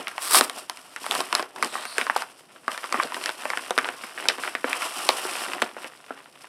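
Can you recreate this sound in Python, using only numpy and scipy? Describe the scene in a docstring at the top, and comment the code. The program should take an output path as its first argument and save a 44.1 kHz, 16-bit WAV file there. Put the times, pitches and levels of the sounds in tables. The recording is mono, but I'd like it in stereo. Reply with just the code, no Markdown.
"""Short pops and cracks, then a rip: hands tear the end off a padded paper mailer, turn it over on a cloth
and drag a packet out. Creases are damped panel pulses with fibre noise and a shudder of the whole envelope.
Handling and the rip are clumped random slips in the colours of padding, wrinkles, sliding paper and fibres;
the swivel over the cloth is two gliding bands of hiss. A small, fairly dead room adds a short wide tail and
a steady wide hush, all heard through the two microphone ports of a close camera."""
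import sys
import numpy as np
from scipy import signal
from scipy.fft import rfft, irfft
from scipy.io import wavfile
from scipy.ndimage import uniform_filter1d

SR = 44100
rng = np.random.default_rng(int(sys.argv[2]) if len(sys.argv) > 2 else 0)


def pcm_store(signal):
    """Save signal as 16-bit PCM."""
    levels = np.round(np.clip(np.atleast_2d(signal), -1, 1) * 32767)
    wavfile.write(sys.argv[1], SR, levels.astype(np.int16).T)


N = 285768
EDGE_HZ = 16000  # upper band limit
TAPS = 2048
HZ = np.fft.rfftfreq(TAPS, 1 / SR)
TIME = np.arange(N) / SR

# Spectrum of cracking or prickling fibres. Each row: frequency in Hz, gain in dB.
CRACK_SPECTRUM = [(60, -31), (300, -23.5), (1500, -2.5), (3000, 5), (5200, 2), (6600, -8), (8300, -2),
                  (11000, -5.5), (15000, -30)]


def amp(db):
    """Decibels to gain."""
    return 10 ** (np.asarray(db) / 20)


def unit(x):
    """Scales to an rms of one."""
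    return x / np.sqrt(np.mean(x ** 2) + 1e-20)


def read(points, hz, axis=1):
    """Interpolates one column of a table over log frequency."""
    table = np.transpose(points)
    return np.interp(np.log(hz + 1), np.log(table[0] + 1), table[axis])


def level(rows, axis=1):
    """One dB column of a time curve as a gain for every sample."""
    table = np.transpose(rows)
    return amp(np.interp(TIME, table[0], table[axis]))


def add(mix, start_s, sound):
    """Mixes a sound in at start_s, cut at the end of the mix."""
    part = mix[max(round(start_s * SR), 0):][:len(sound)]
    part += sound[:len(part)]


def pulse(gain):
    """Minimum-phase pulse with these gains on the grid HZ: the sharpest causal one."""
    log_gain = np.log(np.maximum(gain, 1e-5))
    circle = np.r_[log_gain, log_gain[-2:0:-1]]
    spectrum = np.exp(np.conj(signal.hilbert(circle)))
    return irfft(spectrum[:len(HZ)])


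def colour(x, spectrum):
    """Sends x through a causal filter with this spectrum."""
    return signal.oaconvolve(x, pulse(amp(read(spectrum, HZ))))[:len(x)]


def ripple(depth_db):
    """Chance peaks and dips of one patch of paper, as a gain on HZ."""
    knots_hz = np.geomspace(100, EDGE_HZ, 32)
    knots = np.c_[knots_hz, rng.standard_normal(len(knots_hz))]
    return amp(depth_db * read(knots, HZ))


def hump(hz, q, reach=1.1):
    """Gain of a heavily damped resonance; the padding soaks up what lies far above it."""
    resonance = 1 / (1 + q ** 2 * (HZ / hz - hz / (HZ + 1)) ** 2) ** 2
    soak_hz = reach * hz * (1 + 1 / q)
    return resonance / (1 + (HZ / soak_hz) ** 6)


def disperse(x, lag_s):
    """Bending waves: treble outruns bass; lag_s is the delay at one kilohertz."""
    delay_s = lag_s * np.sqrt(1000 / np.maximum(HZ, 200))
    phase = 2 * np.pi * np.cumsum(delay_s) * HZ[1]
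    return irfft(rfft(x, TAPS) * np.exp(-1j * phase))


def burst(decay_s, rise_s, lumpy_db=0):
    """A dying spray of micro-slips with energy one; lumpy_db makes a few of them stand out."""
    t = np.arange(2 * TAPS) / SR
    spray, lumps = rng.standard_normal((2, len(t)))
    envelope = np.exp(-t / decay_s) * (1 - np.exp(-t / rise_s))
    spray = spray * amp(lumpy_db * lumps) * envelope
    return spray / np.linalg.norm(spray)


def at_ports(grain, apart_hz=14000, scatter_s=0.0006):
    """Short waves scatter on the camera body and reach the two ports differently."""
    scattered = signal.oaconvolve(grain, burst(scatter_s, scatter_s))[:TAPS]
    share = np.clip(.5 * (HZ / apart_hz) ** 2, 0, .7)
    mid = rfft(grain, TAPS) * np.sqrt(1 - share ** 2)
    side = rfft(scattered, TAPS) * share
    return irfft([mid + side, mid - side])[:, :len(grain)]


def wander(bandwidth_hz):
    """Smooth random curve of rms one."""
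    hz = np.fft.rfftfreq(N, 1 / SR)
    return unit(irfft(rfft(rng.standard_normal(N)) * np.exp(-(hz / bandwidth_hz) ** 2), N))


def grains(spectrum, per_s, spread_db, clump_db, clump_hz, variety_db, count=12):
    """Tiny slips of uneven size come in clumps; each patch of paper has its own colour and place."""
    size = amp(spread_db * np.minimum(rng.exponential(1, N), 4)) * rng.choice([-1, 1], N)
    struck = rng.random(N) < per_s / SR
    slips = size * struck * amp(clump_db * wander(clump_hz))
    patch = rng.integers(count, size=N)
    out = np.zeros((2, N))
    for k in range(count):
        grain = pulse(amp(read(spectrum, HZ)) * ripple(variety_db))
        out += signal.oaconvolve((slips * (patch == k))[None], at_ports(grain), axes=1)[:, :N]
    # the hand's steady pull keeps the slips even over a tenth of a second
    power = abs(uniform_filter1d((out ** 2).mean(0), SR // 10))
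    return out / np.sqrt(power + 1e-12)


def gesture(start_s, hold_s, rise_db_per_s, fall_db_per_s):
    """Gain of one movement of the hand: it swells, holds and lets go."""
    before_s = np.clip(start_s - TIME, 0, 1)
    after_s = np.clip(TIME - start_s - hold_s, 0, 1)
    return amp(-rise_db_per_s * before_s - fall_db_per_s * after_s)


def air(air_db=-53):
    """Steady, very wide hush of the room: coloured noise with a set left-right correlation per band."""
    # Each row: frequency in Hz, gain in dB.
    hush_spectrum = [(25, -34), (55, -19), (130, 2), (260, 6.5), (750, 3.5), (2400, -5.5), (4200, -17),
                     (5200, -18), (6700, -48), (8000, -82), (11000, -84), (16000, -39)]
    # Each row: frequency in Hz, left-right correlation (clipped to -1..1 after interpolation).
    likeness = [(100, -0.58), (700, -0.45), (1400, -2), (3100, -2), (7000, 0.34), (15000, .3)]
    hz = np.fft.rfftfreq(N, 1 / SR)
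    a, b = rfft(rng.standard_normal((2, N))) * amp(read(hush_spectrum, hz))
    same = np.clip(read(likeness, hz), -1, 1)
    right = same * a + np.sqrt(1 - same ** 2) * b
    return amp(air_db) * unit(irfft([a, right], N))


def room(x, build_s=0.0038):
    """Two unrelated tails of sparse reflections, each band dying at its own speed."""
    # Each row: frequency in Hz, decay time t60 in seconds.
    decay_times = [(200, 0.49), (1000, 0.26), (4000, 0.14), (14000, 0.19)]
    length = SR // 2
    taps = rng.choice([-1., 1.], (2, length)) * (rng.random((2, length)) < .1)
    hz, t, z = signal.stft(taps, SR, nperseg=256)
    z = z * amp(-60 * t / read(decay_times, hz)[:, None])
    build = 1 - np.exp(-(TIME[:length] / build_s) ** 2)
    tail = signal.istft(z, SR)[1][:, :length] * build
    return signal.fftconvolve(x[None], tail / np.linalg.norm(tail[0]), axes=1)[:, :N]


def resonate(x, hz, width_hz):
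    """One-pole resonance that follows the curve hz."""
    turn = np.exp(2j * np.pi * np.cumsum(hz) / SR)
    r = np.exp(-np.pi * width_hz / SR)
    return 2 * (turn * signal.lfilter([1 - r], [1, -r], x / turn)).real


def swivel(width_hz=1200, upper_ratio=2.11, upper_db=-2, swivel_db=-2):
    """Paper skims over cloth under the hand: two bands of hiss that glide with its speed, mostly upward."""
    # Each row: time in seconds, level in dB before swivel_db, centre of the lower band in Hz.
    path = [(1.66, -49, 3900), (1.74, -44, 3850), (1.84, -46, 4000), (1.89, -43, 4400), (1.95, -42.5, 4260),
            (2.02, -60, 4500)]
    s, _, centre_hz = np.transpose(path)
    lower_hz = np.interp(TIME, s, centre_hz)
    rub = rng.standard_normal(N)

    def band(hz):
        """Two resonances in series, at rms one."""
        return unit(resonate(resonate(rub, hz, width_hz), hz, width_hz))

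    hiss = band(lower_hz) + amp(upper_db) * band(upper_ratio * lower_hz)
    moving = (TIME > s[0]) * (TIME < s[-1])
    return amp(swivel_db) * level(path) * hiss * moving


def effort():
    """Gains of crumpling, pressing and sliding: the power of each push adds to that of resting contact."""
    # Pushes: grip and pull off the flap, pin and turn the mailer, work the fingers in, draw out the packet.
    # Each row: start in seconds, hold in seconds, crumpling in dB, pressing on the cushion in dB, sliding in dB.
    pushes = [ (0.0, 0.0044, -33.5, -34.5, -45), (0.09, 0.097, -47.5, -63, -74),
              (0.213, .06, -39, -60, -42), (0.353, 0.067, -26, -32, -46), (0.579, 0.011, -37, -39.5, -39),
              (1.02, 0.065, -43.5, -48, -42), (1.127, 0.076, -31.5, -32.5, -34.5),
              (1.344, 0.056, -31, -35, -41.5), (1.577, 0.012, -43, -37.5, -50),
              (1.635, 0.027, -38, -33.5, -40.5), (1.735, .015, -45, -47, -43),
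              (1.75, 0.067, -36.5, -46, -45.5), (1.986, 0.034, -32.5, -52, -39),
              (2.174, 0.039, -35.5, -53, -40.5), (2.298, 0.0071, -49, -55, -50.5),
              (2.382, 0.024, -55, -53, -54), (2.519, 0.052, -53.5, -52.5, -60),
              (2.718, 0.026, -38.5, -51, -42.5), (2.838, 0.017, -41, -60, -46.5),
              (2.949, 0.098, -33, -33.5, -43), (3.16, .02, -54, -38, -41.5), (3.225, 0.062, -36, -43, -41),
              (3.398, 0.28, -43, -47, -46.5), (3.774, 0.13, -40.5, -42.5, -47.5),
              (4.032, 0.022, -49, -47.5, -44.5), (4.182, 0.16, -39.5, -40, -46),
              (4.415, 0.077, -38, -40.5, -41), (4.683, 0.082, -31, -45.5, -39.5),
              (4.814, .05, -29.5, -44, -35), (4.966, 0.49, -34, -42.5, -36.5),
              (5.48, 0.089, -40, -38, -44.5), (5.626, 0.017, -34.5, -35, -44),
              (5.796, 0.079, -47, -49, -50), (6.106, 0.11, -52, -55, -65), (6.415, 0.032, -54.5, -62, -53)]
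    # Hands resting on the paper between pushes. Each row: time in seconds, crumpling level in dB.
    contact = [(0.05, -47), (0.52, -43), (0.66, -52.5), (0.76, -47.5), (0.92, -50), (1.28, -41.5),
               (1.52, -56.5), (1.68, -45.5), (2.14, -42.5), (2.27, -63), (2.63, -56.5), (2.76, -44.5),
               (3.35, -44), (4.6, -47), (4.9, -36.5), (5.72, -52), (6.02, -54), (6.45, -57.5)]
    press_db, slide_db = -11.5, -3.5  # resting hands, relative to their crumpling
    rise_db_per_s, fall_db_per_s = 388, 311
    power = (level(contact) * amp([[0], [press_db], [slide_db]])) ** 2
    for start_s, hold_s, *levels_db in pushes:
        push = gesture(start_s, hold_s, rise_db_per_s, fall_db_per_s)
        power += np.outer(amp(levels_db) ** 2, push ** 2)
    return np.sqrt(power)


def handling(cushion_db=-4.0, crumple_db=-2.5, slide_db=0.08, prickle_db=-5):
    """Padding rustles dully, wrinkles rasp and tick, dry surfaces hiss and prickle as they slide."""
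    # Spectra of padding, wrinkles and sliding. Each row: frequency in Hz, gain in dB.
    cushion_spectrum = [(40, -34), (100, -29), (170, -9.5), (250, -0.5), (370, 4.5), (520, -2), (800, 1.5),
                        (2000, -51)]
    crumple_spectrum = [(250, -42), (450, 0), (620, 5.5), (1150, 8), (1700, 5.5), (2900, 1.5), (4000, -8),
                        (8000, -72), (16000, -68)]
    slide_spectrum = [(1000, -35.5), (2800, 3), (4100, -4), (5300, 2), (6600, -7.5), (8200, 1.5),
                      (10000, -0.5), (12000, -6.5), (14500, -16), (16000, -29)]
    # How freely wrinkles tick and fibres prickle; low again as the packet is drawn out flat.
    # Each row: time in seconds, gain in dB.
    ticking = [(0.9, -21), (1.1, -5.5), (4.5, -1.5), (4.9, -17), (5.35, -4.5), (5.55, 0)]
    cushion = grains(cushion_spectrum, per_s=540, spread_db=2.5, clump_db=4.0, clump_hz=33, variety_db=1.5)
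    rasp = grains(crumple_spectrum, per_s=2000, spread_db=0.5, clump_db=1.5, clump_hz=26, variety_db=5.5)
    ticks = grains(crumple_spectrum, per_s=90, spread_db=3.2, clump_db=2, clump_hz=20, variety_db=4.5)
    slide = grains(slide_spectrum, per_s=7000, spread_db=3.5, clump_db=2.0, clump_hz=104, variety_db=1.0)
    prickle = grains(CRACK_SPECTRUM, per_s=90, spread_db=3.5, clump_db=2, clump_hz=20, variety_db=3)
    freedom = level(ticking)
    crumpling = amp(crumple_db) * rasp + freedom * ticks
    pressing = amp(cushion_db) * cushion
    sliding = amp(slide_db) * slide + amp(prickle_db) * freedom * prickle
    return (effort()[:, None] * np.array([crumpling, pressing, sliding])).sum(0)


def rip(rip_db=0.5):
    """Fibres break in a dense run along the tear; the flap rings near a kilohertz."""
    # Each row: frequency in Hz, gain in dB.
    fibre_spectrum = [(100, -59), (330, -10.5), (750, -12.5), (1120, 2.5), (1500, -6), (3000, -9.5),
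                      (5200, -3.5), (6600, -15), (8200, -2), (10500, -5), (13000, -11), (16000, -24)]
    # Tugs that rip the strip further. Each row: start in seconds, hold in seconds, level in dB before rip_db.
    tugs = [(0.228, 0.057, -31), (0.311, .03, -21.5), (0.339, 0.051, -15.5), (0.442, 0.0041, -28.5)]
    rise_db_per_s, fall_db_per_s = 594, 1102
    pulls = [amp(db) * gesture(s, hold_s, rise_db_per_s, fall_db_per_s) for s, hold_s, db in tugs]
    tearing = np.max(pulls, axis=0)
    fibres = grains(fibre_spectrum, per_s=6000, spread_db=-1.0, clump_db=2.5, clump_hz=400, variety_db=0.0)
    return amp(rip_db) * tearing * fibres


def snaps(cushion_hz=520, cushion_q=0.58, pop_db=-2.4, crack_db=0, shudder_db=-1.5, shudder_s=0.012,
          crack_s=0.00086, puff_db=-38, own_share=0.49, chatter_db=-11):
    """A buckling panel flips with a damped pop, fibres crack along the fold, and the envelope shudders."""
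    # Each row: start in seconds, strength in dB, panel pitch in Hz, cushion thump in dB, fibre crack in dB;
    # thump and crack are relative to the strength, all before the layer levels.
    creases = [(0.071, 11.5, 1820, -21, -30), (0.081, 4, 1580, -12, -5), (0.113, -3, 1740, -14, -20),
               (0.18, 9.5, 1100, -18, -17.5), (0.346, 23.5, 1150, -28, -15), (0.366, 18, 970, -2, -11),
               (0.41, 25.5, 1060, -4, -13.5), (0.497, 9.5, 1040, -35, -10.5), (0.697, 9, 1230, -17, -8.5),
               (0.772, -19, 2500, -10, 5), (0.962, 5.5, 1820, -10, -13.5), (1.042, 4.5, 1090, -18, -28),
               (1.064, 15, 1170, -26, -19.5), (1.111, 9, 1060, -5, -1), (1.12, 13.5, 1040, -24, -15),
               (1.151, 14.5, 820, -13, -12.5), (1.205, 18, 1090, -8, -15.5), (1.327, 18.5, 1220, -27, -15),
               (1.351, 19, 1100, -23, -7), (1.384, 7, 1390, -18, -29), (1.395, 16.5, 1230, -3.5, -22),
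               (1.426, 10, 1110, -4, -18), (1.561, 2.5, 1120, -10, -17.5), (1.626, 22.5, 1500, -17, -19),
               (1.632, 13, 1270, -7, -17), (1.646, 2.5, 1720, -4, -2), (1.754, 11.5, 990, -14, -26),
               (1.853, 4, 1430, -12, -9.5), (1.982, 19.5, 1550, -1.5, -13), (2.013, 13.5, 2060, -4.5, -18),
               (2.067, 14, 1290, -18, -27), (2.098, 22.5, 1300, -16, -36), (2.162, 22.5, 830, -11.5, -31),
               (2.165, 9.5, 970, -18, -8), (2.221, 12.5, 1190, -30, -19), (2.68, 18.5, 1250, -2, -26.5),
               (2.717, 2, 1900, -18, -10), (2.777, 10.5, 1300, -15, -17.5), (2.841, 10, 1300, -10, -22),
               (2.925, 16, 1180, -10, -13.5), (2.943, 19, 1210, -4, -40), (2.999, 19, 1370, -13, -37),
               (3.034, 2.5, 1300, -1, -3.5), (3.073, 3.5, 1160, -15, -23), (3.121, 9, 1340, -20, -22),
               (3.144, 7.5, 1600, -7, -13), (3.166, 4, 1390, 3.5, -35), (3.239, -3, 1640, -9, -2),
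               (3.259, 13.5, 1640, -18, -10), (3.292, 14, 1320, -6, -17.5), (3.454, 16.5, 1240, -4, -26.5),
               (3.502, 18, 1170, -14.5, -23), (3.534, 15.5, 1260, -33, -39), (3.573, 11, 1310, -12, -13.5),
               (3.707, 19.5, 1070, -2, -17.5), (3.778, 22, 1470, -4.5, -17), (3.786, 22, 1500, -31, -22),
               (3.845, 12, 1860, -7, -24), (3.855, 12.5, 1180, -25, -31), (3.888, 13, 1420, -4.5, -28),
               (4.037, 5, 1560, -3, -27), (4.177, 8, 1530, -10, -40), (4.255, 12, 1140, 0, -33),
               (4.2854, 18.5, 4670, -16, -13), (4.2867, 20.5, 2900, -13, -17), (4.299, 14, 1600, -11, -20),
               (4.383, 6, 1130, 4, -21), (4.436, 12, 1490, -25, -25), (4.476, 10, 2000, -14, -31),
               (4.551, 16.5, 1750, -5.5, -23.5), (4.643, 17, 1450, 2.5, -39), (4.73, 15.5, 1780, -33, -16),
               (4.821, 11.5, 1550, -18, -31), (5.0898, 20.5, 3140, -33, -13), (5.091, 24.5, 685, -24, -38),
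               (5.251, 10, 1180, -1, -22), (5.484, -1, 2080, 3, -27), (5.534, 8.5, 1880, -23, -16),
               (5.619, 19, 1450, -28, -19), (5.623, 19.5, 1700, 2.5, -19), (5.766, -1.5, 1240, 6, -37),
               (5.844, 3, 1690, 1.5, -19), (6.106, 8, 860, 0.5, -45), (6.443, -8, 1220, -25, -30)]
    # Body of the envelope. Each row: frequency in Hz, gain in dB.
    shake_spectrum = [(30, -22), (110, -16.5), (230, 8.5), (400, 1.5), (1100, 8.5), (2500, 2), (5200, -4),
                      (6600, -15), (9000, -3.5), (16000, -21)]
    typical_hz, typical_q, typical_db = 1300, 0.64, 15
    q_growth = 0.25  # power of pitch: small, stiff panels ring more sharply
    q_per_db = 0.0083  # log growth of Q per dB: harder flips ring more sharply
    shudder_growth = 0.67  # dB of shudder per dB of snap: hard snaps are the driest
    pops, cracks, shudders = np.zeros((3, N))
    puff = amp(puff_db) / (1 + (HZ / 300) ** 2)  # air pushed out of the cushion
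    body = amp(read(shake_spectrum, HZ))
    share = np.clip(own_share, 0, 1)
    for s, db, hz, thump_db, fibre_db in creases:
        q = typical_q * (hz / typical_hz) ** q_growth * np.exp(q_per_db * (db - typical_db))
        thump = amp(thump_db) * (hump(cushion_hz, cushion_q) + puff)
        panel = np.hypot(hump(hz, q), thump) * ripple(depth_db=4.0)
        flip = disperse(pulse(panel), lag_s=0.000693)
        add(pops, s, amp(db) * rng.choice([-1, 1]) * flip)
        # the fold keeps giving way for a few milliseconds
        chatter = signal.fftconvolve(flip, burst(0.00094, 0.0015))
        add(pops, s, amp(db + chatter_db) * chatter)
        add(cracks, s, amp(db + fibre_db) * burst(crack_s, 0.00023))
        # the shudder passes the envelope's body and keeps part of the panel's colour
        ring = pulse(panel ** share * body)
        ring = ring * np.linalg.norm(flip) / np.linalg.norm(ring)
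        shudder = signal.fftconvolve(ring, burst(shudder_s, 0.00035, lumpy_db=7.0))
        add(shudders, s, amp(shudder_growth * db) * shudder)
    return amp(pop_db) * pops + amp(crack_db) * colour(cracks, CRACK_SPECTRUM) + amp(shudder_db) * shudders


def scene(room_mid_db=-15, room_side_db=-16):
    """The mailer close in front, with the room around it."""
    paper = snaps() + handling() + rip() + swivel()
    mid, side = room(paper.mean(0))
    wide = side * np.array([[1], [-1]])
    return paper + amp(room_mid_db) * mid + amp(room_side_db) * wide + air()


def record(dry, ceiling=0.82):
    """The two ports differ in level and phase; peaks above the ceiling overload; then the band limit."""
    # Each row: frequency in Hz, left minus right in dB, lead of the left port in radians.
    ports = [(200, -1, 0.51), (700, -1.5, 0), (1300, -.5, 0.37), (4400, -2, 0.1), (7500, -3.5, 0.4),
             (12800, -3, 1), (16000, -1, 1)]
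    hz = np.fft.rfftfreq(N, 1 / SR)
    half = amp(read(ports, hz, axis=1) / 2) * np.exp(.5j * read(ports, hz, axis=2))
    heard = irfft(rfft(dry) * np.array([half, 1 / half]), N)
    heard = np.clip(heard, -ceiling, ceiling)
    lowpass = signal.firwin(511, EDGE_HZ, window=("kaiser", 8), fs=SR)
    return signal.oaconvolve(heard, lowpass[None], "same")


dry = scene()
out = record(dry)
pcm_store(out)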